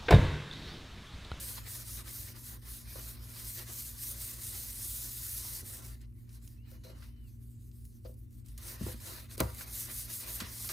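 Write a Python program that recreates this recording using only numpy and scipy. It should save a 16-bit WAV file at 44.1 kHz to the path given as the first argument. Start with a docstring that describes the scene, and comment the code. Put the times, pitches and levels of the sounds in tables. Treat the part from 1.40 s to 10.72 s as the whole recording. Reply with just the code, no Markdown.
"""Gritty hiss comes first: a stiff sponge scrubs paste over a steel kitchen sink in long strokes, close to a phone.
Friction noise follows the speed of the hand; drag on the sheet excites dense ringing and the bowl's modes.
Knuckles and sponge knock the sheet as modal impacts, and grit, nail and bursting paste tick as noise pulses.
Between two spells of scrubbing, fingers pick at the wet paste in the drain and a faint whistle glides.
Below lie the harmonics of an appliance motor and a low room rumble, partly held in resonances."""
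import sys
import numpy as np
from scipy import signal
from scipy.fft import rfft, irfft, next_fast_len
from scipy.io import wavfile
from scipy.ndimage import uniform_filter1d

SR = 44100
rng = np.random.default_rng(int(sys.argv[2]) if len(sys.argv) > 2 else 0)


def store_wav(level_fs):
    """Save 16-bit WAV to argv[1]."""
    pcm = np.round(np.clip(np.atleast_2d(level_fs), -1, 1) * 32767)
    wavfile.write(sys.argv[1], SR, pcm.T.astype(np.int16))


def magnitude_from_level(level_db):
    """Linear magnitude for a level in decibels (20 dB per decade)."""
    exponent = np.asarray(level_db, float) / 20
    return 10 ** exponent


N = 411012
TIME = np.arange(N) / SR
SIDE_SIGN = np.array([[1], [-1]])  # side signal: added on the left, subtracted on the right

# Spectrum of grit hissing on steel: f/Hz, relative level/dB per Hz
HISS_SPECTRUM = [(1470, -21.5), (2500, -19), (3180, -15), (4040, -9), (7680, -6), (8490, -2), (9690, -2),
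                 (14300, -1.5), (15200, -3), (15900, -22)]
# Spectrum of the hiss that differs between left and right: f/Hz, relative level/dB per Hz
HISS_SIDE_SPECTRUM = [(1470, -43), (2500, -8), (4960, -6), (6050, -8), (6480, -19), (7000, -62),
                      (9100, -101)]
# Spectrum of the sheet ringing densely under drag: f/Hz, relative level/dB per Hz
DRAG_SPECTRUM = [(410, -7.5), (700, -3), (884, -5.5), (965, -7.5), (1460, -7.5), (1860, 0), (2350, -5),
                 (3190, -9.5), (4000, -3.5), (5200, -9), (8800, -120)]


def scrub():
    """Friction noise: grains radiate hiss directly, while drag excites the sheet and the bowl's modes."""
    fine_db, coarse_db, drag_db, shake_db = hand()
    # the sponge catches and frees itself as it crosses ridges of paste
    judder_db = 1.06 * walk(40) + 0.74 * walk(150)

    bubbles = rng.standard_normal(N) * (rng.random(N) < 250 / SR)  # bursts in the paste, 250 per second
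    hiss = level(colour(grit(1.25), HISS_SPECTRUM), 0.061) + level(colour(bubbles, HISS_SPECTRUM), -14)
    # soft, foamy handling is quieter than -56 dB and sounds more uneven
    foam = uniform_filter1d(1. * (fine_db < -56), SR // 10)
    hiss = patchy(hiss, 1400, 17500, 28, 1.4 + 1.5 * foam, count=7)

    # coarse grains sound lower than fine ones
    coarse = patchy(hiss, 1434, 6000, 24, 1.0 + 0.7 * foam)
    coarse = coarse + SIDE_SIGN * level(colour(grit(2.0), HISS_SIDE_SPECTRUM), -18.0)
    fine = patchy(hiss, 1400 * 2 ** (7 / 3), 20000, 10, 0.7)
    rubbing = magnitude_from_level(fine_db + judder_db) * (fine + magnitude_from_level(coarse_db) * coarse)

    drag_mid, drag_side = (
        patchy(colour(grit(3.3), DRAG_SPECTRUM), 395, 8000, 12, 2.6 + 1.5 * foam, count=5) for _ in range(2))
    drag = level(drag_mid, -4.0) + SIDE_SIGN * level(drag_side, -7.5)
    drag = drag + level(pings(count=3000, lo_hz=844.6, hi_hz=3211), -8.5)
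    drag = magnitude_from_level(drag_db + judder_db) * drag

    push = grit(2.9) * magnitude_from_level(shake_db + 0.82 * walk(28))
    body = ring(0.62, 1. * (BOWL_MODES_HZ > 300), 26)  # only modes above 300 Hz answer the rubbing
    shake = signal.fftconvolve(push[None], level(body, -43.5), axes=1)[:, :N]
    return rubbing + drag + shake


# Sponge strokes from turn to turn: start t/s, length t/s, grit level/dB at full speed,
# share of the way where it is fastest, drag level/dB on the sheet at full speed
SPONGE_STROKES = [(-.12, 0.35, -44, 0.53, -54.5), (.2, 0.083, -58, 0.7, -61), (.255, 0.2, -45, 0.43, -56),
                  (.435, .2, -46, 0.43, -59), (.63, 0.31, -46, 0.51, -59), (.93, 0.25, -48.5, 0.56, -63),
                  (1.215, 0.26, -49, 0.47, -61), (1.45, 0.33, -48, 0.53, -57.5),
                  (1.76, 0.33, -53.5, 0.53, -59.5), (1.88, 0.38, -44.5, 0.67, -61),
                  (2.255, 0.32, -43.5, 0.44, -59.5), (2.545, 0.21, -41, 0.59, -59.5),
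                  (2.735, 0.27, -42.5, 0.51, -57), (2.95, 0.36, -43, 0.5, -58.5),
                  (3.14, 0.29, -44.5, 0.64, -61), (3.36, 0.35, -41, 0.31, -60), (3.52, 0.6, -44, 0.4, -61),
                  (3.75, 0.37, -41, 0.58, -61.5), (4.05, 0.18, -41.5, 0.52, -57),
                  (4.225, .21, -46, 0.45, -65), (4.42, .14, -50.5, 0.2, -61.5),
                  (7.175, 0.2, -46.5, 0.64, -56), (7.37, 0.18, -48, 0.67, -54),
                  (7.545, 0.091, -64, 0.33, -64), (7.6, 0.27, -48.5, 0.26, -56.5),
                  (7.885, 0.078, -50, 0.65, -57), (7.97, 0.2, -50.5, 0.26, -58.5),
                  (8.11, 0.14, -46, 0.72, -58), (8.255, 0.24, -43, 0.58, -57.5),
                  (8.47, 0.21, -42, 0.52, -58), (8.675, 0.19, -41, 0.44, -59.5),
                  (8.85, 0.2, -42, 0.38, -65), (9.035, 0.83, -42, 0.45, -55.5)]
# Fingers picking and crumbling paste: start t/s, length t/s, grit level/dB at full speed before crumbling,
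# share of the way where it is fastest, drag level/dB at full speed before crumbling
FINGER_MOVES = [(4.605, 0.059, -71, 0.18, -67), (4.75, 0.17, -72.5, 0.3, -79),
                (4.87, 0.13, -61.5, 0.54, -69.5), (5, 0.2, -62.5, 0.42, -73.5),
                (5.23, 0.16, -64, 0.55, -65.5), (5.436, 0.2, -64, 0.077, -62),
                (5.53, 0.23, -65.5, 0.4, -71.5), (5.72, 0.2, -89, 0.44, -80),
                (5.82, 0.21, -70, 0.44, -84.5), (5.97, 0.22, -68, 0.52, -83.5),
                (6.12, 0.29, -70, 0.38, -86.5), (6.305, 0.2, -67, 0.31, -85),
                (6.4, 0.15, -65.5, 0.54, -102), (6.5, 0.12, -70, 0.46, -85), (6.62, 0.22, -66.5, 0.26, -87),
                (6.74, 0.079, -71, .6, -100), (6.8, 0.096, -80, .4, -89), (6.905, 0.16, -69, 0.32, -82),
                (7.045, 0.16, -64.5, 0.2, -71.5)]
# Brief surges of drag and bowl shake under sponge or fingers:
# centre t/s, length t/s, drag level/dB, bowl shake level/dB
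DRAG_SURGES = [(0.181, 0.03, -45, -78), (0.271, 0.046, -49, -79), (0.595, 0.076, -53.5, -61.5),
               (0.679, 0.092, -52, -65), (0.883, 0.055, -52, -66), (0.963, 0.077, -56, -66),
               (1.123, 0.17, -60, -66.5), (1.272, 0.11, -58, -69), (1.594, 0.077, -53.5, -68),
               (2.02, 0.16, -61.5, -66.5), (2.202, 0.1, -51, -59), (2.291, 0.081, -51.5, -61.5),
               (2.746, 0.1, -60, -66), (3.151, 0.097, -56, -58.5), (4.045, 0.13, -58, -76),
               (4.37, 0.4, -60, -62.5), (5.538, 0.19, -82, -69), (5.636, 0.12, -64, -82),
               (6.661, 0.033, -63, -80), (7.303, 0.2, -57, -62.5), (7.496, 0.064, -54, -68),
               (7.691, 0.16, -52, -56.5), (7.772, 0.1, -51.5, -64), (8.006, 0.023, -32.5, -53),
               (8.057, 0.17, -59, -53.5), (8.232, 0.21, -57.5, -60.5), (8.497, 0.077, -49.5, -58.5),
               (8.697, 0.069, -52, -63.5), (8.872, 0.18, -49.5, -59), (9.023, 0.18, -49, -60),
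               (9.246, 0.027, -58, -67), (9.31, 0.052, -47, -64)]


def hand():
    """Power addition of moves, creep and surges: levels in dB of fine grit, coarse above fine, drag and shake."""
    crumble_db = 1.2 * walk(45)  # paste under the fingers gives way unevenly
    power = moves(SPONGE_STROKES, 0.78) + moves(FINGER_MOVES, 1.84) * magnitude_from_level(2 * crumble_db)
    # at a turn the hand creeps on: a 0.17 s average of the power, 13 dB down
    fine, drag = power + magnitude_from_level(2 * -13) * uniform_filter1d(power, int(0.17 * SR))
    shake = magnitude_from_level(2 * -10.5) * drag  # steady shake of the bowl under the drag
    for s, length, surge_drag_db, surge_shake_db in DRAG_SURGES:
        surge = np.exp(-(4 * (TIME - s) / length) ** 2)
        drag = drag + magnitude_from_level(2 * surge_drag_db) * surge
        shake = shake + magnitude_from_level(2 * surge_shake_db) * surge
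    fine = fine + magnitude_from_level(2 * -80.5)  # wet paste ticks on at rest
    fine_db, drag_db, shake_db = 10 * np.log10([fine, drag + 1e-11, shake + 1e-11])
    coarse_db = 4 + 0.32 * (drag_db - fine_db)  # coarse grit gains on fine as drag rises
    return fine_db, coarse_db, drag_db, shake_db


def moves(rows, sharp):
    """Half-sine velocity: grit grows as speed to the power sharp, drag less steeply; returns both powers."""
    fine, drag = np.zeros(N), np.zeros(N)
    drag_sharp = sharp * 0.25 / 0.78
    for s, length, grit_db, fastest, drag_db in rows:
        # warp the time so that the half sine peaks at the fastest point
        way = np.clip((TIME - s) / length, 0, 1) ** (np.log(0.5) / np.log(fastest))
        speed = np.abs(np.sin(np.pi * way)) * (way < 1)
        fine += (magnitude_from_level(grit_db) * speed ** sharp) ** 2
        drag += (magnitude_from_level(drag_db) * speed ** drag_sharp) ** 2
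    return np.array([fine, drag])


def grit(spread_db):
    """Granular noise: countless slipping grains, most tiny and a few large."""
    size_db = spread_db * np.minimum(rng.exponential(size=N), 5)
    return rng.standard_normal(N) * magnitude_from_level(size_db)


def patchy(x, lo_hz, hi_hz, rate, depth_db, count=3):
    """Sub-band modulation: bands (count per octave) swell and fade at random, each alone; the noise is uneven."""
    size = next_fast_len(N)
    spectrum = rfft(x, size)
    octave = np.log2(np.arange(1, size // 2 + 2) * SR / size)
    out = 0
    for centre in np.arange(np.log2(lo_hz), np.log2(hi_hz), 1 / count):
        share = np.clip(1 - count * abs(octave - centre), 0, 1)
        out = out + magnitude_from_level(depth_db * walk(rate)) * irfft(spectrum * share, size)[:N]
    return out


def pings(count, lo_hz, hi_hz):
    """Local modal excitation: caught grains each ring one high mode of the sheet, left, right or between."""
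    out = np.zeros((2, N + SR))
    t = np.arange(SR // 30) / SR
    fade = t * np.exp(-t / 0.005)
    for when, pitch, size, pan in rng.random((count, 4)):
        tone = fade * np.sin(2 * np.pi * lo_hz * (hi_hz / lo_hz) ** pitch * t)
        start = int(when * N)
        out[:, start:start + len(t)] += size * tone * [[pan], [1 - pan]]
    return out[:, :N]


# Modes of the steel bowl: f/Hz, relative level/dB, undamped 60 dB decay t/s, side share (positive is left)
BOWL_MODES = [(65.2, 7.5, 1, 0.075), (96.1, 7, 0.67, -0.072), (117.4, 8, 0.35, 0.083),
              (185, -4.5, 0.18, 0.12), (233, -4, 0.14, -0.1), (299.1, -10, 0.14, -0.054),
              (353.7, -5.5, 0.13, 0.18), (392, -8.5, 0.084, 0.33), (503.7, -12, 0.18, 0.51),
              (540, -12.5, 0.17, -0.54), (642.6, -11.5, 0.16, 0.9), (800.4, -4.5, 0.29, -0.01),
              (957, -15, 0.37, -0.23), (1040, -5.5, 0.049, -1), (1179.4, -16, 0.23, -0.23),
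              (1260, -19, 0.085, -2.2), (1256, -27, 0.14, -2.8), (1380, -11.5, 0.1, -0.46),
              (1514, -14.5, 0.1, -0.67), (2020, -20, 0.14, 0.44), (1984, -20.5, 0.073, -1.4),
              (2420, -48, 0.069, .6), (2970, -36, 0.11, .5)]
BOWL_MODES_HZ = np.transpose(BOWL_MODES)[0]


def ring(seconds, gains, damping_db):
    """Modal impulse response, left and right: slow bending waves make low modes swell late; damping per 0.1 s."""
    hz, db, t60, share = np.transpose(BOWL_MODES)[:, :, None]
    t = np.arange(int(seconds * SR)) / SR
    swell = 1 - np.exp(-1.2 * hz * t)
    decay = magnitude_from_level(-60 * t / t60 - 10 * damping_db * t)
    modes = gains[:, None] * magnitude_from_level(db) * np.sin(2 * np.pi * hz * t) * swell * decay
    return modes.sum(0) + SIDE_SIGN * (share * modes).sum(0)


# Knocks on the sheet: t/s, relative blow level/dB, favoured f/Hz, fall/dB per octave away from it,
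# damping by the hand/dB per 0.1 s (negative counts as none)
SHEET_KNOCKS = [(0.18, -37.5, 1080, -38, 30), (1.556, -42.5, 623, -8.5, 19), (1.587, -56, 497, 0.5, 8),
                (2.189, -57, 696, -14, 16), (2.299, -55, 815, -2, 12), (3.149, -55, 800, -10, 6),
                (4.047, -44.5, 930, -29, -5), (4.228, -51, 340, -7, 14), (5.315, -49, 533, -33, -3),
                (5.445, -44, 493, -28, -2), (5.466, -45, 560, -30, -1), (5.498, -43, 476, -24, 6),
                (5.53, -58, 510, -5, 12), (5.622, -47, 1820, -19, 3), (6.651, -35.5, 518, -28.5, 10),
                (6.692, -45, 507, -28, -3), (7.409, -31, 220, -11.5, 4), (7.464, -35.5, 400, -9, 28),
                (7.483, -35.5, 435, -11, 7), (7.539, -45, 250, -10, 7), (7.978, -40.5, 425, -16, 6),
                (8.004, -24, 483, -5, 8), (8.209, -46, 1750, -4, 31), (8.487, -65, 1540, -12, 4),
                (9.002, -37.5, 1800, -8.5, 3), (9.013, -34.5, 230, -16, 16), (9.294, -46, 1380, -2.5, -1)]


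def knocks():
    """Modal impact: the place of a blow favours modes near one pitch; weak modes blur into a noisy tail."""
    out = np.zeros((2, N + SR))
    t = np.arange(SR // 2) / SR
    slap_s = 0.0017
    boomy = BOWL_MODES_HZ < 150
    place = rng.standard_normal((len(SHEET_KNOCKS), len(BOWL_MODES)))
    noise = rng.standard_normal((len(SHEET_KNOCKS), 2, len(t)))
    for (s, db, hz, slope_db, damping_db), chance, blur in zip(SHEET_KNOCKS, place, noise):
        damping_db = max(damping_db, 0)
        near_db = db + 3.0 + np.minimum(slope_db, 0) * abs(np.log2(BOWL_MODES_HZ / hz))
        # the lowest modes boom on every blow, nearly wherever it lands
        boom_db = db - 8.5 + 0.26 * (near_db - db)
        sign = np.where(boomy, -1, np.sign(chance))
        gains = sign * magnitude_from_level(1.24 * chance + np.where(boomy, boom_db, near_db))

        band = signal.butter(2, [hz / 2, hz * 1.88], "band", fs=SR, output="sos")
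        tail_db = db + 8 + 0.75 * slope_db - (257 + 10 * damping_db) * t
        tail = signal.sosfilt(band, (blur[0] + 0.86 * SIDE_SIGN * blur[1]) * magnitude_from_level(tail_db))

        # the blunt push that starts a broad blow
        slap = magnitude_from_level(db + 6 + 1.3 * slope_db) * t / slap_s * np.exp(1 - t / slap_s)
        slap = slap * np.sin(2 * np.pi * 0.885 * hz * t)
        start = int(s * SR)
        out[:, start:start + len(t)] += ring(0.5, gains, damping_db) + tail + slap
    return out[:, :N]


# Ticks of grit, nail and bursting paste: t/s, level/dB before band filtering, centre f/Hz, 60 dB decay t/s
PASTE_TICKS = [(4.614, -54, 6720, 0.044), (4.725, -68, 1500, .03), (4.892, -56, 4390, 0.054),
               (5.028, -63, 9550, .025), (5.076, -47, 6000, 0.03), (5.3144, -53, 8320, 0.025),
               (5.4436, -63, 4340, 0.025), (5.628, -51, 2740, 0.025), (6.314, -60, 4200, 0.042),
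               (6.452, -49.5, 11900, 0.03), (6.649, -57, 9450, 0.025), (6.741, -58, 11000, .025),
               (6.783, -72, 8020, 0.022), (6.908, -62, 10500, 0.025), (6.928, -59, 11200, 0.025),
               (7.061, -52, 7600, 0.025), (7.085, -51, 8010, 0.032), (7.1776, -41, 7900, 0.055),
               (7.911, -41.5, 2020, 0.04), (7.979, -35.5, 8010, 0.025), (8.003, -19, 8850, 0.022),
               (8.1467, -39, 11800, 0.025), (9.0014, -31, 4520, 0.093), (9.29, -32, 4450, 0.078)]


def ticks():
    """Band-limited noise pulse: a sharp onset with a short exponential fade."""
    out = np.zeros(N + SR)
    t = np.arange(SR // 8) / SR
    noises = rng.standard_normal((len(PASTE_TICKS), len(t)))
    for (s, db, hz, t60), noise in zip(PASTE_TICKS, noises):
        band = signal.butter(1, [hz / 1.52, min(hz * 1.72, 17000)], "band", fs=SR, output="sos")
        fade = np.exp(-np.log(1000) * t / t60)
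        start = int(s * SR)
        out[start:start + len(t)] += magnitude_from_level(db) * signal.sosfilt(band, noise * fade)
    return out[:N]


# Path of the gliding whistle: t/s, mean f/Hz, level/dB before flutter and panning
WHISTLE_PATH = [(5.17, 2560, -90), (5.19, 2630, -76), (5.235, 2900, -78), (5.27, 2930, -79),
                (5.3, 2940, -83), (5.335, 2930, -78), (5.41, 2950, -85), (5.47, 2980, -84),
                (5.49, 2960, -77), (5.535, 2880, -75), (5.575, 3030, -76), (5.6, 2950, -90),
                (5.67, 2830, -86), (5.72, 3070, -80), (5.77, 3030, -80), (5.82, 3030, -79),
                (5.855, 2870, -77), (5.895, 2480, -80), (5.915, 2400, -94)]


def squeak():
    """Frequency-modulated tone over rough rubbing, thin and to the left: perhaps a wet finger sliding on steel."""
    s, hz, db = np.transpose(WHISTLE_PATH)
    pitch = np.interp(TIME, s, hz) * (1 + 0.006 * walk(200))
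    flutter = magnitude_from_level(2.5 * walk(150))
    whistle = flutter * np.sin(2 * np.pi * np.cumsum(pitch) / SR)
    # the rubbing lies just under the whistle in pitch
    rub = level(colour(grit(3), [(1800, -20), (2100, 0), (2500, 0), (3200, -10)]), -11)
    tone = magnitude_from_level(np.interp(TIME, s, db, -150, -150)) * (whistle + rub)
    return tone * (1 + 0.82 * SIDE_SIGN)


# Motor lines: f as a multiple of the shaft rate, rms level/dB about which each line wavers, before panning
MOTOR_LINES = [(1, -58), (2, -54), (4, -65)]
# Rumble held in room resonances: f/Hz, bandwidth f/Hz, rms level/dB before panning
ROOM_RESONANCES = [(56.23, 7.5, -53.5), (94.63, 4.3, -60)]
# Spectrum of the rumble common to both sides: f/Hz, relative level/dB per Hz
RUMBLE_SPECTRUM = [(25, -44), (36, -14), (45, -4.5), (56, 2.5), (70, -5), (96, -2.5), (125, -8.5),
                   (140, -17), (190, -16.5), (300, -18), (400, -29.5), (550, -44.5), (800, -54),
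                   (3000, -52)]
# Spectrum of the rumble that differs between the sides: f/Hz, relative level/dB per Hz
RUMBLE_SIDE_SPECTRUM = [(18, -25), (30, -9), (64, -6.5), (87, -14), (118, 0.5), (140, -22), (236, -13.5),
                        (572, -31.5), (3000, -44), (3900, -49), (6600, -120)]


def kitchen():
    """Harmonics of a rotating shaft over low broadband noise, part of it held in narrow room resonances."""
    shaft_hz = 58.7 + 0.04 * walk(3)
    turn = 2 * np.pi * np.cumsum(shaft_hz) / SR
    hum = sum(np.sqrt(2) * magnitude_from_level(db + 1.2 * walk(5)) * np.sin(order * turn) for order, db in MOTOR_LINES)
    for hz, width_hz, db in ROOM_RESONANCES:
        band = signal.butter(2, [hz - width_hz / 2, hz + width_hz / 2], "band", fs=SR, output="sos")
        hum = hum + level(signal.sosfilt(band, rng.standard_normal(N)), db)
    mid = level(colour(rng.standard_normal(N), RUMBLE_SPECTRUM), -54)
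    side = level(colour(rng.standard_normal(N), RUMBLE_SIDE_SPECTRUM), -61)
    return hum * magnitude_from_level(0.28 * SIDE_SIGN) + mid + SIDE_SIGN * side  # the hum leans slightly left


def level(x, db):
    """Root-mean-square normalisation: scales a sound to an rms level in dB."""
    return x * magnitude_from_level(db) / np.sqrt(np.mean(x ** 2))


def colour(x, points):
    """Spectral shaping by (Hz, dB) points, joined on a log frequency axis; all but silent outside them."""
    size = next_fast_len(len(x))
    hz, db = np.transpose(points)
    bins = np.log(np.arange(1, size // 2 + 2) * SR / size)
    gain = magnitude_from_level(np.interp(bins, np.log(hz), db, -150, -150))
    return irfft(rfft(x, size) * gain, size)[:len(x)]


def walk(rate):
    """Low-pass random modulation: levels held 1 / rate s and slewed twice, with a spread of 1."""
    k = int(SR / rate)
    held = np.repeat(rng.standard_normal(N // k + 2), k)
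    x = uniform_filter1d(uniform_filter1d(held, k), k)[:N]
    return x / x.std()


def scene():
    """Superposition: all sources as the two microphone ports hear them."""
    return scrub() + knocks() + ticks() + squeak() + kitchen()


def band_limit(x):
    """A steep low-pass at the top of the band."""
    return signal.sosfilt(signal.butter(12, 16720, fs=SR, output="sos"), x)


def record(dry):
    """Phase opposition: near 800 Hz the two ports hear opposite pressure, so their sum dips; the top is cut."""
    mid, side = (dry[0] + dry[1]) / 2, (dry[0] - dry[1]) / 2
    mid = mid - 0.81 * signal.lfilter(*signal.iirpeak(800, 3.5, fs=SR), mid)
    low_pass = signal.ellip(10, 0.3, 80, 15780, fs=SR, output="sos")
    mix = signal.sosfilt(low_pass, mid + SIDE_SIGN * side)
    return band_limit(mix)


dry = scene()
out = record(dry)
store_wav(out)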